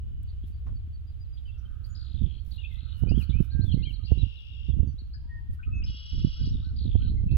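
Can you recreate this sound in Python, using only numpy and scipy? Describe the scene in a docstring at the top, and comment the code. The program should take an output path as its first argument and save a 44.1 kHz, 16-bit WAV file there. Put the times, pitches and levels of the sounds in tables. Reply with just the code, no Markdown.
"""Wind tumbles over two microphone ports, mostly the right one: noise shaped as rumble, flutter and eddies.
Songbirds whistle, trill and buzz: sine tones bent in pitch, chopped into beats or rung by pulses.
Someone walks through short grass: grainy noise swishes faintly underfoot and two stalks snap.
Behind lie filtered noise for still air and a far chorus, and the treeline's scattered echoes."""
import sys
import numpy as np
from scipy import signal
from scipy.fft import rfft, irfft
from scipy.io import wavfile
from scipy.ndimage import uniform_filter1d

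SR = 44100
rng = np.random.default_rng(int(sys.argv[2]) if len(sys.argv) > 2 else 0)


def file_out(sig):
    """Save sig as 16-bit WAV at sys.argv[1]."""
    # one column per channel
    cols = np.atleast_2d(sig).T
    # limit, then scale
    lim = np.clip(cols, -1, 1)
    pcm = np.round(lim * 32767).astype(np.int16)
    wavfile.write(sys.argv[1], SR, pcm)


N = 325013
T = np.arange(N) / SR

# Spectrum of turbulent flutter. Each row: frequency in Hz, density in dB per Hz.
FLUTTER = [(50, -5.5), (130, 12.5), (260, -3.5), (480, -23.5), (1200, -72.5)]


def amp(db):
    """Logarithmic level: decibels to amplitude gain."""
    return 10 ** (np.asarray(db) / 20)


def unit(x):
    """Normalisation: scales a signal to rms 1."""
    return x / np.sqrt(np.mean(x ** 2) + 1e-20)


def curve(rows):
    """Linear interpolation over time: the value columns of a table whose first column is seconds."""
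    s, *columns = np.transpose(rows)
    return [np.interp(T, s, c) for c in columns]


def add(mix, s, sound):
    """Superposition: adds a sound to the mix at time s."""
    part = mix[max(round(s * SR), 0):][:len(sound)]
    part += sound[:len(part)]


def envelope(start, length, attack_s, release_s):
    """Linear attack, hold to the end of the length, then exponential decay."""
    rise = np.clip((T - start) / attack_s, 0, 1)
    return rise * np.exp(-np.maximum(T - start - length, 0) / release_s)


def panned(x, left_db):
    """Interaural level difference: mono to stereo, left louder than right by left_db."""
    return np.array([x * amp(left_db / 2), x * amp(-left_db / 2)])


def placed(x, left_db, lead_s):
    """Interaural time difference: besides the level difference, the right port hears x later by lead_s."""
    left, right = panned(x, left_db)
    delay = np.exp(-2j * np.pi * np.fft.rfftfreq(N, 1 / SR) * lead_s)
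    return np.array([left, irfft(rfft(right) * delay, N)])


def noise(spectrum):
    """Spectral shaping: Gaussian noise of rms 1 that falls off above the last point of its spectrum."""
    hz, db = np.transpose(spectrum)
    f = np.fft.rfftfreq(N, 1 / SR) + 1
    shape = amp(np.interp(np.log(f), np.log(hz), db)) / np.maximum(f / hz[-1], 1) ** 2
    return unit(irfft(rfft(rng.standard_normal(N)) * shape, N))


def drift(per_s, size=N):
    """Random modulation: noise of rms 1 under a Gaussian low-pass that is per_s Hz wide."""
    f = np.fft.rfftfreq(N, 1 / SR)
    return unit(irfft(rfft(rng.standard_normal(N)) * np.exp(-(f / per_s) ** 2), N))[:size]


def whistle(hz):
    """Frequency modulation: a sine of rms 1 whose phase integrates a pitch curve."""
    return np.sqrt(2) * np.sin(2 * np.pi * np.cumsum(hz) / SR)


def treeline(x, echo_db, t60=1.0):
    """Diffuse reflection: sparse echoes from trunks and quick ground scatter, different at each ear."""
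    t = np.arange(SR) / SR
    taps = rng.standard_normal((2, SR)) * (rng.random((2, SR)) < 2000 / SR)  # 2000 echoes per s
    taps *= amp(-60 * t / t60) + 4 * np.exp(-t / 0.01)
    taps /= np.linalg.norm(taps, axis=1, keepdims=True)
    return x + amp(echo_db) * signal.fftconvolve(x, taps, axes=1)[:, :N]


def pressure():
    """Power addition: wind level in dB at the left and right port, gusts on top of the breeze."""
    # Each row: time in seconds, level in dB.
    left_breeze = [(.85, -34.5), (1.1, -39.5), (2.6, -48.5), (4.2, -46), (5.1, -37), (5.35, -34.5),
                   (6.05, -39.5), (7.2, -28)]
    right_breeze = [(0, -33), (1, -36), (1.5, -33), (4.15, -28), (4.42, -43), (4.62, -31), (5.4, -39.5),
                    (6.05, -42), (6.9, -23.5)]
    # Gusts. Each row: start in seconds, length in seconds, left level in dB, right level in dB.
    gusts = [(0.648, 0.098, -40, -29), (2.134, 0.14, -52, -27), (3.01, 0.19, -48.5, -19),
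             (3.289, 0.12, -54.5, -19.5), (3.512, 0.303, -39.5, -21.5), (4.108, 0.15, -58.5, -24),
             (4.677, 0.22, -59, -25), (5.487, 0.015, -30, -24.5), (5.656, 0.245, -31, -26.5),
             (6.118, 0.16, -32.5, -24.5), (6.387, 0.17, -28, -25.5), (6.981, 0.27, -36, -27.5),
             (7.309, 0.1, -31, -15)]
    power = amp(curve(left_breeze) + curve(right_breeze)) ** 2
    for s, length, left_db, right_db in gusts:
        gust = envelope(s, length, attack_s=0.011, release_s=0.035)
        power += (amp([[left_db], [right_db]]) * gust) ** 2
    return 10 * np.log10(power)


def wind(level_db, flutter_db, steepness):
    """Turbulence at a port: low rumble that breaks into brighter, lumpy flutter as the wind strengthens."""
    # Rumble spectrum. Each row: frequency in Hz, density in dB per Hz.
    rumble_spectrum = [(12, -7.5), (35, -4), (68, 5), (110, -7), (165, -27.5), (300, -49.5), (700, -73.5)]
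    rumble = noise(rumble_spectrum)
    local_power = uniform_filter1d(rumble ** 2, round(SR * .07))
    rumble = unit(rumble / np.sqrt(local_power + 1e-6))  # the gust alone sets the strength
    excess_db = steepness * np.clip(level_db + 26, -10, 2)  # calm air flows smoothly
    lumps_db = 6.58 * drift(58) + 3.08 * rumble
    flutter = unit(noise(FLUTTER) * amp(lumps_db))
    return amp(level_db) * (rumble + amp(flutter_db + excess_db) * flutter)


def background():
    """Broadband ambience: still air over the meadow, and a band of far chorus that swells and fades."""
    # Hush of the meadow. Each row: frequency in Hz, density in dB per Hz.
    air_spectrum = [(350, -4), (900, -15.5), (1400, -14), (2100, -17.5), (3100, -11.5), (4600, -23),
                    (6000, -29.5), (9000, -32), (15500, -27.5)]
    # Each row: time in seconds, level of the air in dB.
    air_level = [(.7, -69.5), (2.5, -68), (5.3, -71)]
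    # Chorus phrases. Each row: start in seconds, length in seconds, level in dB.
    chorus_phrases = [(1.513, 0.51, -72.5), (2.739, 0.71, -71), (5.686, 1, -79)]
    # Chorus spectrum. Each row: frequency in Hz, density in dB per Hz.
    chorus_spectrum = [(900, -34), (1250, 0.5), (1530, 0), (2000, -26.5)]
    air = np.array([noise(air_spectrum) * amp(drift(8.0)) for _ in range(2)]) * amp(curve(air_level))
    swell = amp(-89.5)  # the chorus never quite stops
    for s, length, db in chorus_phrases:
        swell = swell + amp(db) * envelope(s, length, attack_s=0.17, release_s=0.097)
    chorus = unit(noise(chorus_spectrum) * amp(2 * drift(33))) * swell
    return air * amp([[1], [-1]]) + panned(chorus, 1.5)


def buzz(s, length, db, per_s, hz, throat=(), pulse_hz=425, jitter=0.025, stumble=0.022, throb=1):
    """Amplitude modulation and resonance: a tone in beats; between them pulses ring any throat modes."""
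    t, lag = np.arange(0, length, 1 / SR), np.arange(-300, 301) / SR
    beat = np.cumsum(per_s * (1 + stumble * drift(74, len(t)))) / SR
    tone = whistle(hz * (1 + .012 * drift(90, len(t))))
    out = unit(abs(np.sin(np.pi * beat)) ** 2.5) * tone
    turns = np.cumsum(pulse_hz * (1 + jitter * drift(200, len(t)))) / SR
    pulses = np.diff(np.floor(turns), prepend=0)
    pulses = pulses * np.exp(throb * np.cos(2 * np.pi * beat))  # strongest between the beats
    for mode_hz, width, mode_db in throat:
        ring = np.exp(-2 * (width * lag) ** 2 * np.pi) * np.cos(2 * np.pi * mode_hz * lag)
        rasp = signal.fftconvolve(pulses * amp(2 * drift(60, len(t))), ring, "same")
        out += amp(mode_db) * unit(rasp)
    level_db = db - 3 * (t / length) ** 4 + drift(41, len(t))  # weakens towards its end
    return s, amp(level_db) * out * signal.windows.tukey(len(t), .03)


def trills_and_buzzes():
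    """Localisation by level and arrival time: fast songs from among the trees, most of them to the left."""
    # Far buzzes. Each row: start in seconds, length in seconds, level in dB, beats per second.
    far_buzzes = [(0, 0.41, -78.5, 55), (2.881, 0.56, -63.5, 74)]
    # Each row: start, length and fall time in seconds, first and last top pitch in Hz,
    # level in dB, level of the second voice in dB.
    trill_rows = [(1.945, .455, .24, 5080, 3300, -56.5, -73), (2.507, .43, .1, 4900, 3800, -57.5, -69),
                  (6.416, .255, .16, 5150, 4200, -56, -72), (6.756, .335, .15, 4850, 3100, -54.5, -63.5)]
    # One row each: start in seconds, length in seconds, level in dB, beats per second, pitch in Hz.
    soft_buzz = (4.067, .655, -58, 61.8, 2800)
    harsh_buzz = (5.858, .65, -53.5, 68.5, 2925)
    # Throat resonances. Each row: frequency in Hz, width in Hz, level in dB.
    soft_throat = [(3160, 740, -4), (4910, 1000, -16.5)]
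    harsh_throat = [(3280, 53, -7), (3500, 1320, -5), (5035, 800, -8)]
    # High voice of the harsh buzz. One row: top pitch in Hz, arches per second, level in dB.
    harsh_top = (5430, 32.5, -59)
    # Pulsed note. One row: start in seconds, length in seconds, pitch in Hz, pulses per second, level in dB.
    pulsed_note = (7.28, .09, 2675, 50, -59)
    trills, soft, ahead = np.zeros((3, N))
    for row in far_buzzes:
        add(ahead, *buzz(*row, hz=2960))
    for s, length, fall_s, first_hz, last_hz, db, second_db in trill_rows:
        add(trills, *plunging_trill(s, length, fall_s, first_hz, last_hz, db))
        # the second voice outlasts the first
        add(trills, *second_voice(s + fall_s, length - fall_s + .05, second_db))
    add(soft, *buzz(*soft_buzz, soft_throat, jitter=0.054))
    add(ahead, *buzz(*harsh_buzz, harsh_throat, stumble=.35, throb=.3))
    add(ahead, *trill(*harsh_buzz[:2], *harsh_top, sweep=.2))
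    add(ahead, *trill(*pulsed_note, sweep=0.22))
    songs = placed(trills, 6.85, 0.0003) + placed(soft, 9.7, -0.00013) + placed(ahead, 0.88, 0.00027)
    return treeline(songs, echo_db=-5)


def snaps():
    """Impulsive fracture: dry stalks crack underfoot in bursts of band noise that decay exponentially."""
    # Each row: start in seconds, level in dB, centre in Hz, ring time in seconds, left minus right in dB.
    snap_rows = [(0.232, -57, 14100, 0.001, 13), (0.667, -58.5, 860, 0.03, -2)]
    out = np.zeros((2, N))
    for s, db, hz, ring_s, left_db in snap_rows:
        burst = noise([(hz / 4, -25), (hz * 0.64, 0), (hz * 1.3, -2), (hz * 4, -20)])
        decay = (T >= s) * np.exp(-abs(T - s) / ring_s)
        out += panned(amp(db) * burst * decay, left_db)
    return out


def notes(rows, waver, taper):
    """Pitch glide: each note bends along a parabola through three pitches and swells in the middle."""
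    out, wobble, flicker = np.zeros(N), drift(160), drift(76)
    for s, length, first, middle, last, db in rows:
        at = np.flatnonzero((T >= s) & (T < s + length))
        bend = np.polyfit([0, .5, 1], [first, middle, last], 2)
        hz = np.polyval(bend, np.linspace(0, 1, len(at))) * (1 + waver * wobble[at])
        swell = unit(signal.windows.tukey(len(at), taper) * amp(2 * flicker[at]))
        add(out, s, amp(db) * swell * whistle(hz))
    return out


def thin_song():
    """Downward glide: each thin note sags a little, then drops away in a quick, faint tail."""
    # Each row: start in seconds, pitch in Hz, level in dB.
    thin_notes = [(0.267, 4590, -73), (0.524, 4640, -75), (0.744, 4550, -74), (0.924, 4580, -73.5),
                  (1.065, 4800, -74), (1.196, 4860, -70), (1.323, 4826, -70), (1.452, 4770, -77)]
    held_s, sag = .046, .02  # sag and drop are fractions of the pitch
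    tail_s, drop, tail_db = .03, .27, -11
    held = [(s, held_s, hz, hz * (1 - sag / 2), hz * (1 - sag), db) for s, hz, db in thin_notes]
    tails = [(s + held_s, tail_s, hz, hz * (1 - drop / 2), hz * (1 - drop), db + tail_db)
             for s, _, _, _, hz, db in held]
    return notes(held + tails, waver=0.0026, taper=0.5)


def chips():
    """Random frequency modulation: a chip is a whistle whose pitch shakes so fast that it rasps."""
    # Each row: start in seconds, centre pitch in Hz, level in dB.
    chip_rows = [(.285, 4060, -67.5), (0.432, 3460, -68.5), (1.372, 3420, -62.5), (3.295, 3706, -51.5),
                 (4.054, 4390, -53), (5.629, 2596, -55), (5.823, 2640, -56), (7.31, 3950, -59)]
    shake = 1 + 0.073 * drift(500)
    out = np.zeros(N)
    for s, hz, db in chip_rows:
        out += amp(db) * envelope(s, 0.011, attack_s=0.00081, release_s=0.013) * whistle(hz * shake)
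    return out


def whistles(arch_foot=.75, sag=0.028):
    """Pure tones with echoes: slurs, chips and chirps from the left; thin notes, pipes and coos ahead."""
    # Slurs, then a far hoot and a louder note about an octave up.
    # Each row: start in seconds, length in seconds, first, middle and last pitch in Hz, level in dB.
    slurs = [(1.45, 0.041, 2940, 3040, 2840, -64.5), (2.575, 0.057, 2680, 2870, 2500, -56.5),
             (2.635, 0.039, 2240, 2650, 2420, -49.5), (2.68, 0.13, 2400, 1992, 2310, -68),
             (3.06, 0.12, 2350, 2750, 3530, -58), (3.17, 0.067, 3220, 2980, 1950, -55.5),
             (3.31, 0.11, 2124, 2490, 2555, -58.5), (3.65, 0.07, 3360, 3410, 2720, -56.5),
             (3.712, 0.026, 3320, 3100, 2750, -49.5), (3.85, 0.058, 2550, 2250, 2330, -58.5),
             (4.175, 0.06, 3800, 3925, 3300, -54.5), (4.36, 0.055, 4330, 3510, 3240, -59),
             (4.51, 0.08, 3900, 3530, 3130, -66), (4.675, 0.066, 3680, 3496, 3270, -64),
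             (4.86, 0.085, 6480, 5880, 5230, -77.5), (5.836, 0.023, 5030, 5180, 5400, -49.5)]
    hoot = [(5.16, 0.36, 895, 945, 858, -81.5), (5.28, 0.13, 1884, 1852, 1828, -57.5)]
    # Arched chirps, low arched coos. Each row: start in seconds, length in seconds, top pitch in Hz, level in dB.
    arch_rows = [(1.508, .048, 3520, -73), (1.57, 0.042, 5900, -76.5), (1.838, 0.026, 4760, -62.5),
                 (3.086, 0.029, 4990, -57), (3.22, 0.027, 4480, -58.5), (3.817, 0.11, 3175, -52.5),
                 (4.977, 0.042, 4460, -58.5), (5.127, 0.043, 4890, -59.5), (5.14, 0.014, 1685, -59),
                 (5.588, 0.022, 1523, -56)]
    coo_rows = [(6.352, .11, 1550, -73), (6.618, .115, 1540, -71), (6.99, .108, 1540, -70)]
    # Level pipes. Each row: start in seconds, length in seconds, pitch in Hz, level in dB.
    pipe_rows = [(1.475, 0.039, 2715, -63.5), (1.534, 0.044, 2737, -69), (1.65, 0.023, 3120, -66.5),
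                 (1.882, 0.062, 6850, -68.5), (3.489, 0.2, 1593, -67), (3.765, 0.061, 2120, -68.5),
                 (3.993, 0.03, 1247, -68), (4.871, 0.037, 4580, -69.5), (5.656, 0.059, 1269, -62.5),
                 (5.708, 0.13, 2583, -56), (5.74, 0.061, 6360, -78.5), (7.16, 0.068, 2098, -71)]

    def arched(rows):
        """Symmetric glide: pitch rises from a foot to the top and returns."""
        return [(s, length, hz * arch_foot, hz, hz * arch_foot, db) for s, length, hz, db in rows]

    pipes = [(s, length, hz, hz, hz * (1 - sag), db) for s, length, hz, db in pipe_rows]  # sag at the end
    arches = arched(list(arch_rows) + chirp_run())
    chirps = notes(list(slurs) + arches, waver=0.015, taper=0.49) + chips()
    ahead = thin_song() + notes(pipes + list(hoot), waver=0.0024, taper=0.61)
    ahead += notes(arched(coo_rows), waver=0.0088, taper=0.067)
    chirps, ahead = placed(chirps, 4, .0003), panned(ahead, -0.66)
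    return treeline(chirps, echo_db=-3.5) + treeline(ahead, echo_db=-2.5)


def grass(grain_db=4, half_s=0.034):
    """Friction noise: blades brush and crackle under Gaussian strokes, mostly on the right."""
    # Each row: time of the peak in seconds, level in dB.
    swishes = [(.485, -72.5), (1.87, -75), (2.472, -73), (2.535, -71), (2.74, -76), (2.991, -69.5),
               (3.211, -62), (3.436, -68.5), (3.669, -72.5), (3.919, -74), (5.541, -73.5), (6.335, -84)]
    # Spectrum of the blades. Each row: frequency in Hz, density in dB per Hz.
    blades = [(4500, -5), (7500, -13), (11000, -2.5), (15500, -7.5)]
    stroke = sum(amp(db) * np.exp(-((T - s) / half_s) ** 2) for s, db in swishes)
    grains = amp(grain_db * drift(460))
    rustle = np.array([unit(noise(blades) * grains) for _ in range(2)])
    return rustle * panned(stroke, -11.5)


def trill(s, length, top_hz, per_s, db, sweep):
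    """Periodic frequency modulation: fast, uneven pitch arches of varying height, loudest after the top."""
    size = round(length * SR)
    turn = np.pi * (np.cumsum(per_s * (1 + .11 * drift(40, size))) / SR % 1)
    arch = np.sin(turn)
    hz = top_hz * (1 - sweep * (1 - arch ** .8 + .06 * drift(75, size)))
    late_weight = 1 - .5 * np.cos(turn)
    loudness = unit(arch ** 1.6 * late_weight * amp(2.7 * drift(55, size)))
    return s, amp(db) * loudness * whistle(hz) * signal.windows.tukey(size, .03)


def plunging_trill(s, length, fall_s, first_hz, last_hz, db):
    """Coupled pitch, rate and level: a plunge, then a part climb or slower fall; low arches are fast and weak."""
    t = np.arange(round(length * SR)) / SR
    top_hz = np.interp(t, [0, fall_s, length], [first_hz, 3600, last_hz])
    per_s = 45 * (first_hz / top_hz) ** 1.25
    octaves = np.log2(top_hz / first_hz)
    level_db = db + 9 * octaves - 2.5 * t / length
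    return trill(s, length, top_hz, per_s, level_db, sweep=0.57)


def second_voice(s, length, db):
    """Two-source voicing: the other side of the bird's throat adds quick, climbing arches that swell."""
    u = np.linspace(0, 1, round(length * SR))
    top_hz = 4000 + (4400 - 4000) * u
    s, voice = trill(s, length, top_hz, 100, db, sweep=.35)
    return s, voice * unit(np.sin(np.pi * u ** 2))


def eddies(churn_db=-16, churn_s=0.0067, low_hz=60, high_hz=105):
    """Vortex pressure dips: each swings the right port and leaves a brief churn; the tightest scuff."""
    # Each row: time in seconds, level in dB, half width in seconds.
    eddy_rows = [(2.238, -10, 0.002), (3.037, -13, 0.00039), (3.117, -12, 0.00047), (3.645, -13, 0.0012),
                 (3.072, -15.5, 0.00054), (4.119, -4.5, 0.00053), (4.231, -8.5, 0.0016),
                 (4.698, -13, 0.0012), (4.739, -20.5, .001), (4.79, -27, 0.00032), (4.798, -6, 0.0026),
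                 (6.954, -6, 0.00099), (7.321, -8.5, 0.0017)]
    scuff_db, tight_s = -25, .0005
    out, churn, scuff = np.zeros((3, N))
    t = np.arange(-SR // 20, SR // 20) / SR
    port = signal.butter(1, [low_hz, high_hz], "band", fs=SR, output="sos")
    for s, db, width_s in eddy_rows:
        dip = signal.sosfilt(port, -1 / (1 + (t / width_s) ** 2))
        add(out, s + t[0], amp(db) * dip / abs(dip).max())
        swirl = amp(db) * np.exp(-((T - s) / churn_s) ** 2)
        churn += swirl
        scuff += swirl * np.exp(-(width_s / tight_s / 2) ** 2)
    out += amp(churn_db) * churn * noise(FLUTTER)
    out += amp(scuff_db) * scuff * noise([(650, 0)])  # flat to 650 Hz, falling above
    return signal.sosfilt(signal.butter(4, 760, fs=SR, output="sos"), out)


def chirp_run(count=6):
    """Regular rhythm: rows of like arched chirps at an even pace, loudest in the middle of the run."""
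    start_s, step_s, note_s = 3.498, .1062, .049
    top_hz, middle_db, ends_db = 4380, -55.5, -4  # ends_db is relative to the middle
    return [(start_s + k * step_s, note_s, top_hz, middle_db + ends_db * u ** 2)
            for k, u in enumerate(np.linspace(-1, 1, count))]


def scene():
    """Linear superposition: wind at the ports over the birds, the grass and the background."""
    left_db, right_db = pressure()
    left = wind(left_db, flutter_db=-7.5, steepness=0.99)
    right = wind(right_db, flutter_db=-10.0, steepness=1.95) + eddies()
    birds = trills_and_buzzes() + whistles()
    return np.array([left, right]) + birds + grass() + snaps() + background()


def record(dry):
    """Band limitation: the recorder as a linear-phase low-pass at 15.8 kHz."""
    low_pass = signal.firwin(511, 15800, window=("kaiser", 9), fs=SR)
    return signal.oaconvolve(dry, low_pass[None], "same")


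dry = scene()
out = record(dry)
file_out(out)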